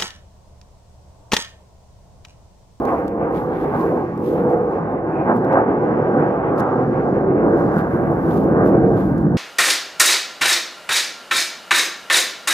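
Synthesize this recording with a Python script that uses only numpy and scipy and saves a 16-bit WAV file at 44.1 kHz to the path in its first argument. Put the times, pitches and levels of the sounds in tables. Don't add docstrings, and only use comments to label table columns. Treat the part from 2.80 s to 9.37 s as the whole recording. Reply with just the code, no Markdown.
import sys
import numpy as np
from scipy.fft import rfft, irfft, next_fast_len
from scipy.io import wavfile
from scipy.ndimage import uniform_filter1d, minimum_filter1d

SR = 44100
rng = np.random.default_rng(int(sys.argv[2]) if len(sys.argv) > 2 else 0)


def file_out(sig):
    cols = np.atleast_2d(sig).T
    lim = np.clip(cols, -1, 1)
    pcm = np.round(lim * 32767).astype(np.int16)
    wavfile.write(sys.argv[1], SR, pcm)


N = 289737

# [frequency_hz, level_db per Hz]
AIR_COLOUR = [(2000, 0), (3900, 0), (5200, -1), (6800, -4), (8500, -17), (11000, -17), (15500, -17)]
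# [start_s, length_s, start_pitch_hz, end_pitch_hz, level_db]
WHISTLE_NOTES = [(2.02, .2, 3720, 3630, -74), (2.2, .28, 4620, 4270, -78)]
# [frequency_hz, level_db per Hz]
CLOTH_COLOUR = [(1200, -2.5), (2500, 7), (3700, 0), (4300, -1), (6200, -3), (8700, -7), (11500, 1),
                (12500, 2), (13800, 0.5), (15500, -4)]
# [peak_s, rise_s, fall_s, level_db, left_minus_right_db]
RUB_STROKES = [(.09, 0.22, 0.21, -58.5, -0.5), (.57, 0.05, 0.086, -54.5, 0), (.82, 0.12, 0.097, -59, -1),
               (1.003, 0.073, 0.14, -54, -2), (1.17, 0.062, .04, -68.5, -3),
               (1.469, 0.058, 0.13, -53, -0.5), (1.7, 0.011, 0.081, -59, -0.5), (1.929, .06, .07, -68, -2),
               (2.12, .04, 0.054, -70.5, 4), (2.33, 0.098, 0.089, -69, 0), (2.568, 0.018, 0.013, -56, 7.5),
               (2.66, .1, .1, -71.5, 1), (2.728, 0.016, 0.01, -63, 9), (3.8, 0.017, 0.005, -59, 24.5),
               (3.43, 0.027, 0.04, -71, -2.5), (4.3, 0.027, 0.08, -74.5, -2), (4.804, 0.11, 0.13, -61.5, 0),
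               (4.99, 0.044, 0.03, -52, 0.5), (5.14, 0.094, 0.13, -59, -0.5), (5.32, .07, 0.087, -62.5, 2),
               (5.535, 0.12, 0.12, -53, -0.5), (5.874, 0.022, 0.029, -51, 0), (6.2, 0.078, 0.11, -55, -0.5),
               (6.38, .03, 0.11, -62, -1)]
# [centre_s, half_width_s, level_db]
SKIN_SCUFFS = [(.572, 0.017, -52), (.8, 0.082, -61.5), (.955, 0.0076, -60), (1.475, 0.018, -57.5),
               (1.57, 0.034, -62), (4.995, 0.013, -56), (5.518, .012, -56), (5.566, .014, -57.5),
               (6.2, 0.026, -59)]
# [frequency_hz, level_db per Hz]
CASE_COLOUR = [(1200, -1), (2500, 10), (4000, 7), (6200, 3.5), (8700, -3.5), (12000, 1), (15500, -4.5)]
# [start_s, starting_level_db, left_minus_right_db]
FINGER_TICKS = [(0.0538, -38, 9), (.127, -48, 3), (.141, -50, 4), (0.278, -41, 4), (0.282, -39, -2),
                (0.8026, -45, -1), (.841, -43, 0), (.9445, -50, -1), (1.0125, -44, 3), (1.3777, -42, -2),
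                (1.473, -50, 1), (1.49, -50, -3), (1.7, -52, -5.5), (2.6475, -47, 18), (2.73, -44, 17),
                (2.742, -53, 12.5), (3.762, -48, 9), (3.7803, -47, 15.5), (3.784, -47, 20),
                (3.7895, -46, 20), (3.795, -47, 20), (3.799, -39, 19.5), (3.802, -47, 20),
                (3.8047, -41, 25), (3.829, -49, 12), (4.9855, -39, 1), (5.512, -42, 0), (5.576, -40, 2),
                (5.637, -44, -1), (5.858, -41, -1), (6.066, -54, -1.5), (6.381, -43.5, 2.5)]
# [frequency_hz, level_db per Hz]
ENGINE_HISS_COLOUR = [(1900, -8.5), (2600, 7.5), (3200, 7.5), (4100, -8), (5000, -3), (5500, 0),
                      (6000, -7.5), (7000, -20.5)]
# [centre_s, half_width_s, rumble_db, swell_db, rasp_db]
ROAR_SURGES = [(.105, .065, -2.5, -0.5, 6.5), (0.334, 0.051, 1.5, 0, -7.5), (.445, .035, 1.5, 2, 2),
               (.665, 0.053, 2.5, -2.5, -0.5), (0.964, 0.057, 5, -1.5, 5), (1.105, 0.066, 0, 3.5, 0.5),
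               (1.209, 0.019, -1, -1.5, 2), (1.326, 0.088, 3, -5.5, -6), (1.453, .072, 0, 3, -5.5),
               (1.628, 0.037, 5, 3.5, -2), (1.74, 0.042, -0.5, 5, 2.5), (1.876, 0.081, -1, -0.5, -3.5),
               (2.039, .047, 3.5, -2.5, 1), (2.161, 0.1, -1.5, -3.5, -2.5), (2.366, .066, 1.5, -1.5, 1),
               (2.501, 0.032, 5.5, 1, 10.5), (2.619, .04, 5, 1, -2.5), (2.771, 0.052, -2, 1, 13),
               (3.154, 0.049, 3, 0.5, 2.5), (3.405, 0.052, 5.5, 2.5, 3), (3.6, 0.048, -2, -5, 3),
               (3.849, 0.059, -1.5, -4, 7), (4.074, .031, 2.5, 0, -5), (4.496, .062, -0.5, 3, -3.5),
               (4.739, 0.11, -1, 5, 0), (4.976, 0.041, 4, -2, 4), (5.098, 0.05, -0.5, -2, -2.5),
               (5.394, .046, -3, -2.5, -4), (5.619, 0.071, 2, 2.5, -4.5), (5.82, 0.08, 0, 5, 5.5),
               (6.037, 0.1, 1, 7, -2.5), (6.302, .067, 1, -1, -5.5), (6.498, .089, 3.5, -1, -9)]
# [frequency_hz, level_db per Hz]
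EXHAUST_COLOUR = [(20, -45), (36, -26), (60, -13.5), (92, -10.5), (150, -0.5), (230, -1.5), (330, 2),
                  (410, -1), (510, 1), (640, -5), (790, -7.5), (1150, -14), (1380, -16), (1620, -18),
                  (2100, -35.5), (2700, -52)]
# [frequency_hz, gain_db]
AIR_ABSORPTION = [(2700, 6), (3300, -6.5), (4100, -24), (5300, -18.5), (6500, -29), (8500, -42)]
# [frequency_hz, width_hz, lift_db]
YARD_RESONANCES = [(166.3, 27, -0.5), (329.5, 25, 1)]
# [frequency_hz, level_db]
SCATTERED_SOUND = [(30, -10.5), (60, -4), (110, -15.5), (180, -20), (270, -8), (380, -11), (600, -3.5),
                   (1100, -10.5), (1700, -6), (2200, 11.5), (3200, 6)]
# [frequency_hz, left_minus_right_db]
PORT_BALANCE = [(60, -1.5), (300, 0), (520, -2), (740, -0.5), (950, -3), (1650, -2.5), (2050, 0), (2500, 5),
                (3300, 1.5)]
# [frequency_hz, lead_radians]
LEFT_PORT_LEAD = [(0, 0), (550, 0.06), (850, 0.91), (1300, 1.54), (1550, 1.65), (1900, 2), (2200, 3.5),
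                  (2700, 0.7)]
# [centre_s, half_width_s, pitch_hz, half_width_hz, level_db]
ROAR_HOWLS = [(.05, 0.1, 280.8, 62, -1), (0.119, 0.048, 1050, 150, -13.5), (0.45, 0.47, 481.8, 52, -6.5),
              (0.979, 0.14, 1076, 98, -16), (1.75, 0.16, 475.5, 34, 1.5), (1.741, 0.042, 760, 74, -7.5),
              (2.031, 0.028, 1653, 110, -29.5), (2.37, 0.054, 2410, 280, -42.5),
              (2.539, 0.038, 226.5, 33, -1), (2.771, 0.1, 537, 25, -5.5), (3.88, 0.19, 1212, 203, -15),
              (4.47, 0.11, 382, 17, -6.5), (4.72, 0.092, 327.6, 31, -10.5), (5.951, 0.054, 373, 79, -5),
              (6.08, 0.14, 722, 97, -9.5), (6.421, 0.22, 323, 32, -4.5), (6.487, 0.092, 163, 17, -10.5)]
REGISTER_BORDERS = [110, 250, 600, 1250, 2100]
# [level_at_pass_db, before_db_per_s, after_db_per_s, rumble_share, swell_share, rasp_share]
REGISTER_PATHS = [(-41, -0.7, 3.5, -0.23, 0.0, 0.12), (-26.5, 1.5, 1.94, 1, 0.29, 0.032),
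                  (-20, 1.04, -0.62, -0.25, 1.0, 0.067), (-26.5, 0.56, -0.45, -0.16, 0.37, 0.66),
                  (-41.5, 2, 0.13, 0.42, 0.0, 0.95), (-54, 0.5, -1.43, -0.36, 0.061, 0.64)]
REGISTER_TWINKLE = [0.43, 1.2, 1, 1.5, 2, 3.3]
# [centre_s, half_width_s, frequency_hz, half_width_hz, gain_db]
ROAR_HOLLOWS = [(.74, 0.26, 637, 70, -4.5), (1.41, 0.064, 680, 130, -8.5), (4.621, 0.22, 887, 250, -1.5)]

PASS_S = 3.27
ECHO_S, ECHO_SHARE = 0.002612, 0.2
CUTOFF_HZ = 15850


def from_db(db):
    return 10 ** (np.asarray(db) / 20)


def rms_one(x):
    return x / np.sqrt(np.mean(x ** 2) + 1e-20)


def seconds():
    return np.arange(N) / SR


def bins():
    return np.linspace(0, SR / 2, next_fast_len(N // 2 + 4096) + 1)


def filtered(x, response):
    return irfft(rfft(x, 2 * len(response) - 2) * response)[..., :N]


def colour(points):
    hz, db = np.transpose(points)
    return from_db(np.interp(np.log(bins() + 1), np.log(hz), db))


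def causal(gain):
    cepstrum = irfft(np.log(gain + 1e-9))
    cepstrum[1:len(gain) - 1] *= 2
    cepstrum[len(gain):] = 0
    return np.exp(rfft(cepstrum))


def panned(db):
    return from_db(np.array([[.5], [-.5]]) * db)


def stereo_noise():
    return rng.standard_normal((2, N))


def wander(per_s):
    return np.interp(seconds() * per_s, np.arange(400), rng.standard_normal(400))


def around(s, width_s):
    first = max(int((s - 5 * width_s) * SR), 0)
    last = min(int((s + 5 * width_s) * SR), N)
    return np.arange(first, last)


def bell(s, width_s):
    out, near = np.zeros(N), around(s, width_s)
    out[near] = np.exp(-.5 * ((near / SR - s) / width_s) ** 2)
    return out


def impulses(per_s, spread_db):
    sizes = from_db(spread_db * np.minimum(rng.exponential(1, N), 4))
    train = sizes * (rng.random(N) < per_s / SR)
    return rms_one(train - train.mean())


def outdoor_air(level_db=-70, drift_db=5.5):
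    hiss = rms_one(filtered(stereo_noise(), colour(AIR_COLOUR)))
    return from_db(level_db + drift_db * wander(per_s=4.6)) * hiss * panned(0.94)


def whistles(blur_hz=40, blur_share=.5):
    out = 0
    for s, length, start_hz, end_hz, level_db in WHISTLE_NOTES:
        along = np.clip((seconds() - s) / length, 0, 1)
        phase = 2 * np.pi * np.cumsum(start_hz + (end_hz - start_hz) * along) / SR
        blur = rms_one(filtered(stereo_noise(), 1 / (1 + (bins() / blur_hz) ** 2)))
        note = np.sin(phase) + blur_share * blur * np.cos(phase)
        out = out + from_db(level_db) * np.sin(np.pi * along) * note
    return out


def friction(grain_db=2.5):
    grains = np.array([impulses(per_s=1800, spread_db=3.2) for port in range(2)])
    rough = stereo_noise() + from_db(grain_db) * grains
    return rms_one(filtered(rough, causal(colour(CLOTH_COLOUR))))


def handling(lift_db=3, catch_db=0.5):
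    gain = 0
    for s, rise_s, fall_s, stroke_db, pan_db in RUB_STROKES:
        since = seconds() - s
        away = np.minimum(abs(since / np.where(since < 0, rise_s, fall_s)), 20)
        stroke = from_db(stroke_db + lift_db) * np.exp(-away) * panned(pan_db)
        gain = np.hypot(gain, stroke)
    return gain * from_db(catch_db * wander(per_s=33)) * friction()


def scuffs(centre_hz=3300, width_hz=950, slips_per_s=350, spread_db=4, lift_db=2):
    gain = sum(from_db(scuff_db + lift_db) * bell(s, width_s) for s, width_s, scuff_db in SKIN_SCUFFS)
    slips = np.array([impulses(slips_per_s, spread_db) for port in range(2)])
    resonance = 1 / (1 + ((bins() - centre_hz) / width_hz) ** 2)
    return gain * rms_one(filtered(slips, causal(resonance)))


def ticks(decay_s=.0008):
    t, gain = seconds(), np.zeros((2, N))
    for s, start_db, pan_db in FINGER_TICKS:
        after = slice(int(s * SR), int(s * SR) + SR // 20)
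        gain[:, after] += from_db(start_db) * np.exp(-(t[after] - s) / decay_s) * panned(pan_db)
    return gain * rms_one(filtered(stereo_noise(), colour(CASE_COLOUR)))


def engine_hiss(level_db=-64, width_s=0.3):
    hiss = rms_one(filtered(stereo_noise(), colour(ENGINE_HISS_COLOUR)))
    return from_db(level_db) * bell(PASS_S, width_s) * hiss


def surges():
    return sum(np.outer(lifts_db, bell(s, width_s)) for s, width_s, *lifts_db in ROAR_SURGES)


def multipath(source, share=.17, fade_per_s=3):
    out = source
    for delay_s in rng.uniform(.008, .04, 8):
        out = out + share * wander(fade_per_s) * np.roll(source, int(delay_s * SR))
    return out


def at_microphone(source):
    direct = filtered(source, 1 + ECHO_SHARE * np.exp(-2j * np.pi * bins() * ECHO_S))
    lead = np.interp(bins(), *np.transpose(LEFT_PORT_LEAD))
    ports = np.array([direct, filtered(direct, np.exp(-1j * lead))])
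    scatter = colour(SCATTERED_SOUND)
    both = ports + filtered(stereo_noise(), scatter)
    tilt = np.sqrt(colour(PORT_BALANCE))
    total = np.sqrt(1 + scatter ** 2)
    return np.array([filtered(both[0], tilt / total), filtered(both[1], 1 / (tilt * total))])


def howls(sink_per_s=.08):
    out = np.zeros(N)
    coarse_s = np.arange(N // 20 + 1) * 20 / SR
    coarse_hz = np.linspace(0, SR / 40, 8193)
    for s, width_s, hz, width_hz, howl_db in ROAR_HOWLS:
        noise = rng.standard_normal((2, len(coarse_s)))
        noise = filtered(noise, 1 / (1 + (coarse_hz / width_hz) ** 4))
        noise = rms_one(noise[:, :len(coarse_s)])
        near = around(s, width_s)
        since = near / SR - s
        flutter = [np.interp(near / SR, coarse_s, part) for part in noise]
        phase = 2 * np.pi * hz * since * (1 - .5 * sink_per_s * since)
        band = flutter[0] * np.cos(phase) + flutter[1] * np.sin(phase)
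        out[near] += from_db(howl_db) * bell(s, width_s)[near] * band
    return out * panned(-1.5)


def exhaust(shock_db):
    source = rng.standard_normal(N) + from_db(shock_db) * impulses(per_s=300, spread_db=1.5)
    tone = colour(EXHAUST_COLOUR) * colour(AIR_ABSORPTION)
    for hz, width_hz, lift_db in YARD_RESONANCES:
        tone = tone * from_db(lift_db / (1 + (2 * (bins() - hz) / width_hz) ** 2))
    sound = filtered(at_microphone(multipath(source)), causal(tone))
    return rms_one(sound) + howls()


def jets(shock_db=-7, crackle_growth=0.85):
    rumble_db, swell_db, rasp_db = surges()
    sound = exhaust(shock_db + crackle_growth * rasp_db)
    since = seconds() - PASS_S
    below = [0] + [1 / (1 + (bins() / hz) ** 12) for hz in REGISTER_BORDERS] + [1]
    out = 0
    for low, high, twinkle_db, path in zip(below, below[1:], REGISTER_TWINKLE, REGISTER_PATHS):
        pass_db, before, after, rumble, swell, rasp = path
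        level_db = pass_db + since * np.where(since < 0, before, after)
        level_db = level_db + rumble * rumble_db + swell * swell_db + rasp * rasp_db
        level_db = level_db + twinkle_db * wander(per_s=22)
        register = filtered(sound, high - low)
        power = uniform_filter1d(register.mean(axis=0) ** 2, size=6000)
        power = uniform_filter1d(power, size=2200)
        out = out + register / np.sqrt(power) * from_db(level_db)
    return out


def hollowed(roar):
    for s, width_s, hz, width_hz, gain_db in ROAR_HOLLOWS:
        band = filtered(roar, 1 / (1 + ((bins() - hz) / width_hz) ** 4))
        roar = roar + band * (from_db(gain_db * bell(s, width_s)) - 1)
    return roar


def scene():
    background = outdoor_air() + whistles()
    touches = handling() + scuffs() + ticks()
    return background + touches + engine_hiss() + hollowed(jets())


def record(dry):
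    gain = minimum_filter1d(1 / np.maximum(abs(dry).max(axis=0), 1), size=900)
    gain = uniform_filter1d(uniform_filter1d(gain, size=440), size=440)
    return filtered(dry * gain, 1 / (1 + (bins() / CUTOFF_HZ) ** 300))


dry = scene()
out = record(dry)
file_out(out)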